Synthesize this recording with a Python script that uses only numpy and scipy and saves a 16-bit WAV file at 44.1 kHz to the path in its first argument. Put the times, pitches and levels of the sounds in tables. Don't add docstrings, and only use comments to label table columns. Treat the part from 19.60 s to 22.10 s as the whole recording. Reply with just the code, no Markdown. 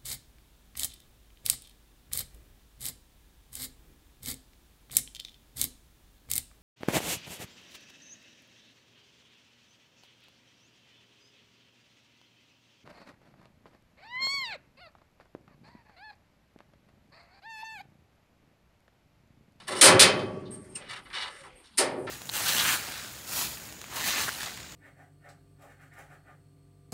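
import sys
import numpy as np
from scipy import signal
from scipy.fft import rfft, irfft
from scipy.io import wavfile
from scipy.ndimage import uniform_filter1d, minimum_filter1d

SR = 44100
rng = np.random.default_rng(int(sys.argv[2]) if len(sys.argv) > 2 else 0)


def output_pcm(signal):
    pcm = np.clip(np.atleast_2d(signal).T, -1, 1) * 32767
    wavfile.write(sys.argv[1], SR, np.round(pcm).astype(np.int16))


N = 110250
TOP_HZ = 14700
BANDS_HZ = 28 * 2 ** (np.arange(19) / 2)

# band_hz, level_db
CAGE_SPECTRUM = [(55, -33.5), (80, -45.5), (112, -17), (220, -16.5), (380, -3.5), (560, -7), (850, -8),
                 (1300, -6), (2500, -6), (4500, -5), (6500, -3), (9500, 5.5), (13000, -14.5)]
COLOUR_HZ = [200, 500, 1400, 3800, 9000]


def undb(db):
    return 10 ** (np.asarray(db) / 20)


def at(table, hz):
    points_hz, values = np.array(table, float).T
    return np.interp(np.log(hz), np.log(points_hz), values)


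def unit(x):
    return x / (x.std() + 1e-12)


def wander(span):
    return unit(uniform_filter1d(rng.standard_normal(N), span))


def band(spectrum, hz):
    part = np.zeros_like(spectrum)
    bins = np.arange(int(hz / 2 ** .5 * N / SR), int(hz * 2 ** .5 * N / SR))
    octaves_off = abs(np.log2(bins * SR / N / hz))
    part[bins] = spectrum[bins] * np.sqrt(np.maximum(1 - 2 * octaves_off, 0))
    return unit(irfft(part, N))


def stroke(start_s, length_s, rise_s=.012, fall_s=.016):
    t = np.arange(N) / SR - start_s
    return np.clip(t / rise_s, 0, 1) * np.exp(-np.maximum(t - length_s, 0) / fall_s)


def outdoor_air():
    # band_hz, level_db
    air_spectrum = [(30, -76.5), (55, -71), (120, -77), (300, -68.5), (600, -70.5), (1300, -73),
                    (3000, -70.5), (6000, -81), (9500, -70), (13000, -89.5)]
    flicker_db = 5.5
    noise = rfft(rng.standard_normal(N))
    return sum(band(noise, hz) * undb(at(air_spectrum, hz) + flicker_db * wander(5000))
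               for hz in BANDS_HZ)


def cage_modes(gap_hz=6, gap_share=.0035, scatter_db=3):
    lines, hz = np.zeros(N // 2 + 1), 40.
    for step, size in rng.standard_normal((2000, 2)):
        hz += (gap_hz + gap_share * hz) * np.exp(step / 2)
        if hz < TOP_HZ:
            lines[int(hz * N / SR)] = undb(scatter_db * min(size, 1.5))
    return lines


def mode_envelope(hz, t60, rise_s, chatter_s, time_scale):
    # band_hz, bloom_s
    bloom_times = [(110, 0.11), (300, 0.011), (600, 0.028), (1500, .004), (4000, 0.0017), (10000, 0.00062)]
    t = np.arange(N) / SR
    bloom_s = time_scale * at(bloom_times, hz)
    attack = 1 - np.exp(-np.minimum((t / (rise_s + bloom_s)) ** 2, 20))
    fall = np.log(1000) * np.maximum(t - chatter_s - bloom_s, 0) / (time_scale * t60)
    return attack * np.exp(-np.minimum(fall, 20))


def shudder(depth_db=3, span_s=.03):
    span = int(span_s * SR)
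    sway = unit(uniform_filter1d(wander(span), span // 2))
    return undb(depth_db * sway - depth_db / 3)


def cage_ring(lines, colour, rise_s, chatter_s, time_scale):
    # band_hz, t60_s
    ring_times = [(110, 2.42), (350, 1.775), (600, 1.136), (1200, 0.64), (2500, 0.44), (5000, 0.25),
                  (8000, 0.2), (13000, 0.11)]
    scatter_db, tail_share, tail_db, tail_stretch = 3.5, .15, -29.5, 2.8
    phases = np.exp(2j * np.pi * rng.random(len(lines)))
    struck = lines * phases * undb(scatter_db * rng.uniform(-1, 1, len(lines)))
    lasting = struck * np.where(rng.random(len(lines)) < tail_share, 1, .05)
    tint, out = list(zip(COLOUR_HZ, colour)), 0
    for hz in BANDS_HZ[2:]:
        t60 = at(ring_times, hz)
        sound = band(struck, hz) * mode_envelope(hz, t60, rise_s, chatter_s, time_scale)
        if hz > 800:
            tail = mode_envelope(hz, tail_stretch * t60, rise_s, chatter_s, time_scale)
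            sound += undb(tail_db) * band(lasting, hz) * tail
        else:
            sound *= shudder()
        out = out + sound * undb(at(CAGE_SPECTRUM, hz) + at(tint, hz))
    return out


def scrapes(lines, slips_per_s=900, scatter_db=3.5, tick_db=-3):
    # start_s, length_s, level_db, five colour_db
    rubs = [(-.02, 0.019, -61, 25, 1.5, 14.5, 13.5, -21), (0.068, 0.15, -40.5, 3, 1.5, 4.5, 0.5, -10),
            (0.155, 0.1, -44, -3.5, 15.5, -13, 3.5, -4.5), (0.848, 0.014, -67, -6.5, -9, -17.5, 20, -22.5),
            (0.902, 0.057, -62, 7.5, -7, 6, -8, 1.5), (1.199, 0.075, -59, 6.5, -31, 8.5, 4, -25),
            (1.278, 0.054, -43, -31, -22, 2.5, 0.5, -18.5),
            (1.348, 0.027, -42.5, -18.5, -22, 4.5, -3.5, -21), (1.445, 0.016, -62.5, -20, -16, 16, 6, -24),
            (1.527, 0.11, -41.5, -29.5, -11.5, 4, 6, -18),
            (1.616, 0.068, -44.5, -36.5, -7.5, 3.5, -0.5, -20),
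            (1.686, 0.12, -54.5, 4.5, -42, 6.5, -3, -11.5), (1.827, 0.034, -51, 3, -5.5, 5, -9.5, -16),
            (2.03, 0.041, -62, -5.5, -23, -19.5, 5, -12)]
    # centre_hz, width_hz, gain_db
    hinge_peaks = [(900, 260, 4), (1300, 200, 1.5), (2950, 500, 3.5)]
    damped = rfft(cage_ring(lines, np.zeros(len(COLOUR_HZ)), 1 / SR, 0, time_scale=.2))
    response = sum(band(damped, hz) * undb(at(CAGE_SPECTRUM, hz)) for hz in BANDS_HZ[2:])
    response = response[:N // 2] / np.sqrt(N)
    response[0] += undb(tick_db)
    hz, out = np.maximum(np.arange(N // 2 + 1), 1) * SR / N, 0
    peaks_db = sum(db / (1 + (2 * (hz - centre) / width) ** 2) for centre, width, db in hinge_peaks)
    for start_s, length_s, level_db, *colour in rubs:
        slips = (rng.random(N) < slips_per_s / SR) * rng.choice([-1, 1], N)
        slips = unit(slips * undb(scatter_db * np.clip(rng.standard_normal(N), -2, 2)))
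        rub = signal.fftconvolve(slips * stroke(start_s, length_s), response)[:N]
        tint = list(zip(COLOUR_HZ, colour))
        out = out + irfft(rfft(rub) * undb(level_db + peaks_db + at(tint, hz)), N)
    return out


def clacks(lines, blows, modes, crack_s=.003, beat_hz=8.6, beat_depth=.29):
    t, out = np.arange(N) / SR, np.zeros(N)
    crack_band = signal.butter(2, [1500, 11000], "band", fs=SR, output="sos")
    for start_s, level_db, crack_db, rise_s, chatter_s, *colour in blows:
        tint = list(zip(COLOUR_HZ, colour))
        crack = unit(signal.sosfilt(crack_band, rng.standard_normal(N)))
        crack = irfft(rfft(crack) * undb(at(tint, np.linspace(1, SR / 2, N // 2 + 1))), N)
        hit = cage_ring(lines, colour, rise_s, chatter_s, time_scale=.88)
        hit += undb(crack_db) * crack * np.exp(-t / crack_s)
        for hz, mode_db, t60 in modes:
            pair = np.sin(2 * np.pi * (hz * t + rng.random()))
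            twin_hz = hz + beat_hz * (.5 + rng.random())
            pair += beat_depth * np.sin(2 * np.pi * (twin_hz * t + rng.random()))
            if hz < 1300:
                pair *= shudder()
            envelope = mode_envelope(hz, t60, rise_s, chatter_s, time_scale=.77)
            hit += np.sqrt(2) * pair * undb(mode_db + at(tint, hz)) * envelope
        onset = int(start_s * SR)
        out[onset:] += undb(level_db) * hit[:N - onset]
    return out


def bolt(lines):
    # start_s, level_db, crack_db, rise_s, chatter_s, five colour_db
    blows = [(.081, -38.5, 16.5, 0.00057, 0.0013, 6.5, 2, 1.5, -18, -7),
             (0.2116, -17.5, -4, 0.00067, .047, 2.5, 0.5, 5, 4, 3.5),
             (0.3944, -16.5, 20, .0005, 0.022, -11, -16.5, -1, 4.5, -1),
             (0.59, -44.5, -3, 0.0011, 0.0019, -9.5, -7.5, -17.5, 5, -20),
             (1.502, -54, 13.5, 0.00046, .002, -4, -22.5, 14.5, -3, -25.5),
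             (1.529, -40.5, -1, 0.0004, 0.0044, -35, -20, 2.5, -3, -30)]
    # pitch_hz, level_db, t60_s (before time_scale)
    gate_modes = [(107.34, -17, 2.45), (170.6, -14, 0.53), (264, -22.5, 1.4), (371, -9, 2.03),
                  (426.3, -10.5, 1.2), (535, -1.5, 1), (612, -6.5, 1.4), (1139, -19.5, 1.63),
                  (2266, -12, 0.33), (2535, -15, .7), (3100, -11, 0.59), (3464, -7, 0.19), (4080, -11, 0.2),
                  (4260, -15.5, 0.39), (4870, -11.5, 0.27), (5200, -18.5, 0.4)]
    return clacks(lines, blows, gate_modes)


def hinge_whistle(pitch_hz=8520, filter_width_hz=340):
    # start_s, length_s, level_db
    whistles = [(.906, 0.035, -44), (0.964, 0.068, -61), (1.087, 0.075, -59), (1.147, 0.018, -39.5),
                (1.948, 0.066, -65)]
    b, a = signal.iirpeak(pitch_hz, pitch_hz / filter_width_hz, fs=SR)
    whistle = unit(signal.lfilter(b, a, signal.lfilter(b, a, rng.standard_normal(N))))
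    return whistle * sum(undb(db) * stroke(start, length, rise_s=.013) for start, length, db in whistles)


def latch_handle(lines):
    # start_s, level_db, crack_db, rise_s, chatter_s, five colour_db
    ticks = [(1.154, -48, -1.5, 0.00075, 0.002, -13, -2.5, -1.5, -1.7, -4)]
    # pitch_hz, level_db, t60_s (before time_scale)
    handle_modes = [(1240, -10, 0.81), (2570, 2, 0.25), (2830, 9, 0.084), (5370, 5.5, 0.098),
                    (6250, 5.5, 0.11), (7160, 5.5, 0.14), (8350, -3, 0.07), (8610, 1, 0.056)]
    return clacks(lines, ticks, handle_modes)


def sinking_tone(waver=.0076):
    # time_s, pitch_hz, level_db
    glide = [(1.68, 592, -77), (1.759, 586, -74), (1.82, 545, -48), (1.86, 527, -74), (1.94, 511, -56.5),
             (2.02, 495, -79)]
    time_s, pitch_hz, level_db = np.array(glide).T
    t = np.arange(N) / SR
    pitch = np.interp(t, time_s, pitch_hz) * (1 + waver * wander(400))
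    tone = np.sqrt(2) * np.sin(2 * np.pi * np.cumsum(pitch) / SR)
    return tone * undb(np.interp(t, time_s, level_db)) * stroke(time_s[0], time_s[-1] - time_s[0])


def frame_knocks(lines):
    # start_s, level_db, crack_db, rise_s, chatter_s, five colour_db
    knocks = [(2.174, -24.5, -6, 0.0074, 0.013, -6.5, 0.79, -4, -1, 0.5),
              (2.345, -50, -25, 0.0036, 0.0089, 17.5, 2.2, -14.5, -29, -44),
              (2.466, -40.5, -25, 0.002, 0.0081, -0.5, -0.15, 4.5, -5.5, -30.5)]
    # pitch_hz, level_db, t60_s (before time_scale)
    frame_modes = [(270.2, -7.5, 1.5), (374.4, -6.5, 1.34), (376.5, -8.5, 7.8), (404, -20.5, 1.6),
                   (597, -9.5, 1.1), (633, -9, 0.9), (933, -12, 0.99), (1366, -6.5, 0.3), (1780, -5, 0.56),
                   (1873, -8, 0.56), (2150, -10, 0.57), (3960, -16.5, 0.17), (4460, -10, 0.21),
                   (5060, -11, 0.31), (5200, -11.5, 0.23)]
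    return clacks(lines, knocks, frame_modes)


def scene():
    lines = cage_modes()
    blows = bolt(lines) + latch_handle(lines) + frame_knocks(lines)
    return (blows + scrapes(lines) + hinge_whistle() + sinking_tone() + outdoor_air())[None]


def record(dry):
    # frequency_hz, gain_db
    mic_response = [(100, -5), (2450, -2.5), (2680, -2.5), (2900, -4), (5300, 0.5), (5800, -5.5),
                    (7500, -3.5), (8600, 1.5), (9800, 2.5), (10300, -4.5), (11200, -8), (12000, -12.5),
                    (13300, -9.5), (14700, -19)]
    limit_db, limit_s = -2.56, .003
    hz = np.maximum(np.arange(N + 1), 1) * SR / (2 * N)
    sound = irfft(rfft(dry, 2 * N) * undb(at(mic_response, hz)))[:, :N]
    span = int(limit_s * SR)
    overshoot = np.maximum(abs(sound) / undb(limit_db), 1)
    gain = uniform_filter1d(minimum_filter1d(1 / overshoot, span), span)
    top_cut = signal.ellip(8, .2, 70, TOP_HZ, fs=SR, output="sos")
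    return signal.sosfilt(top_cut, sound * gain)


dry = scene()
out = record(dry)
output_pcm(out)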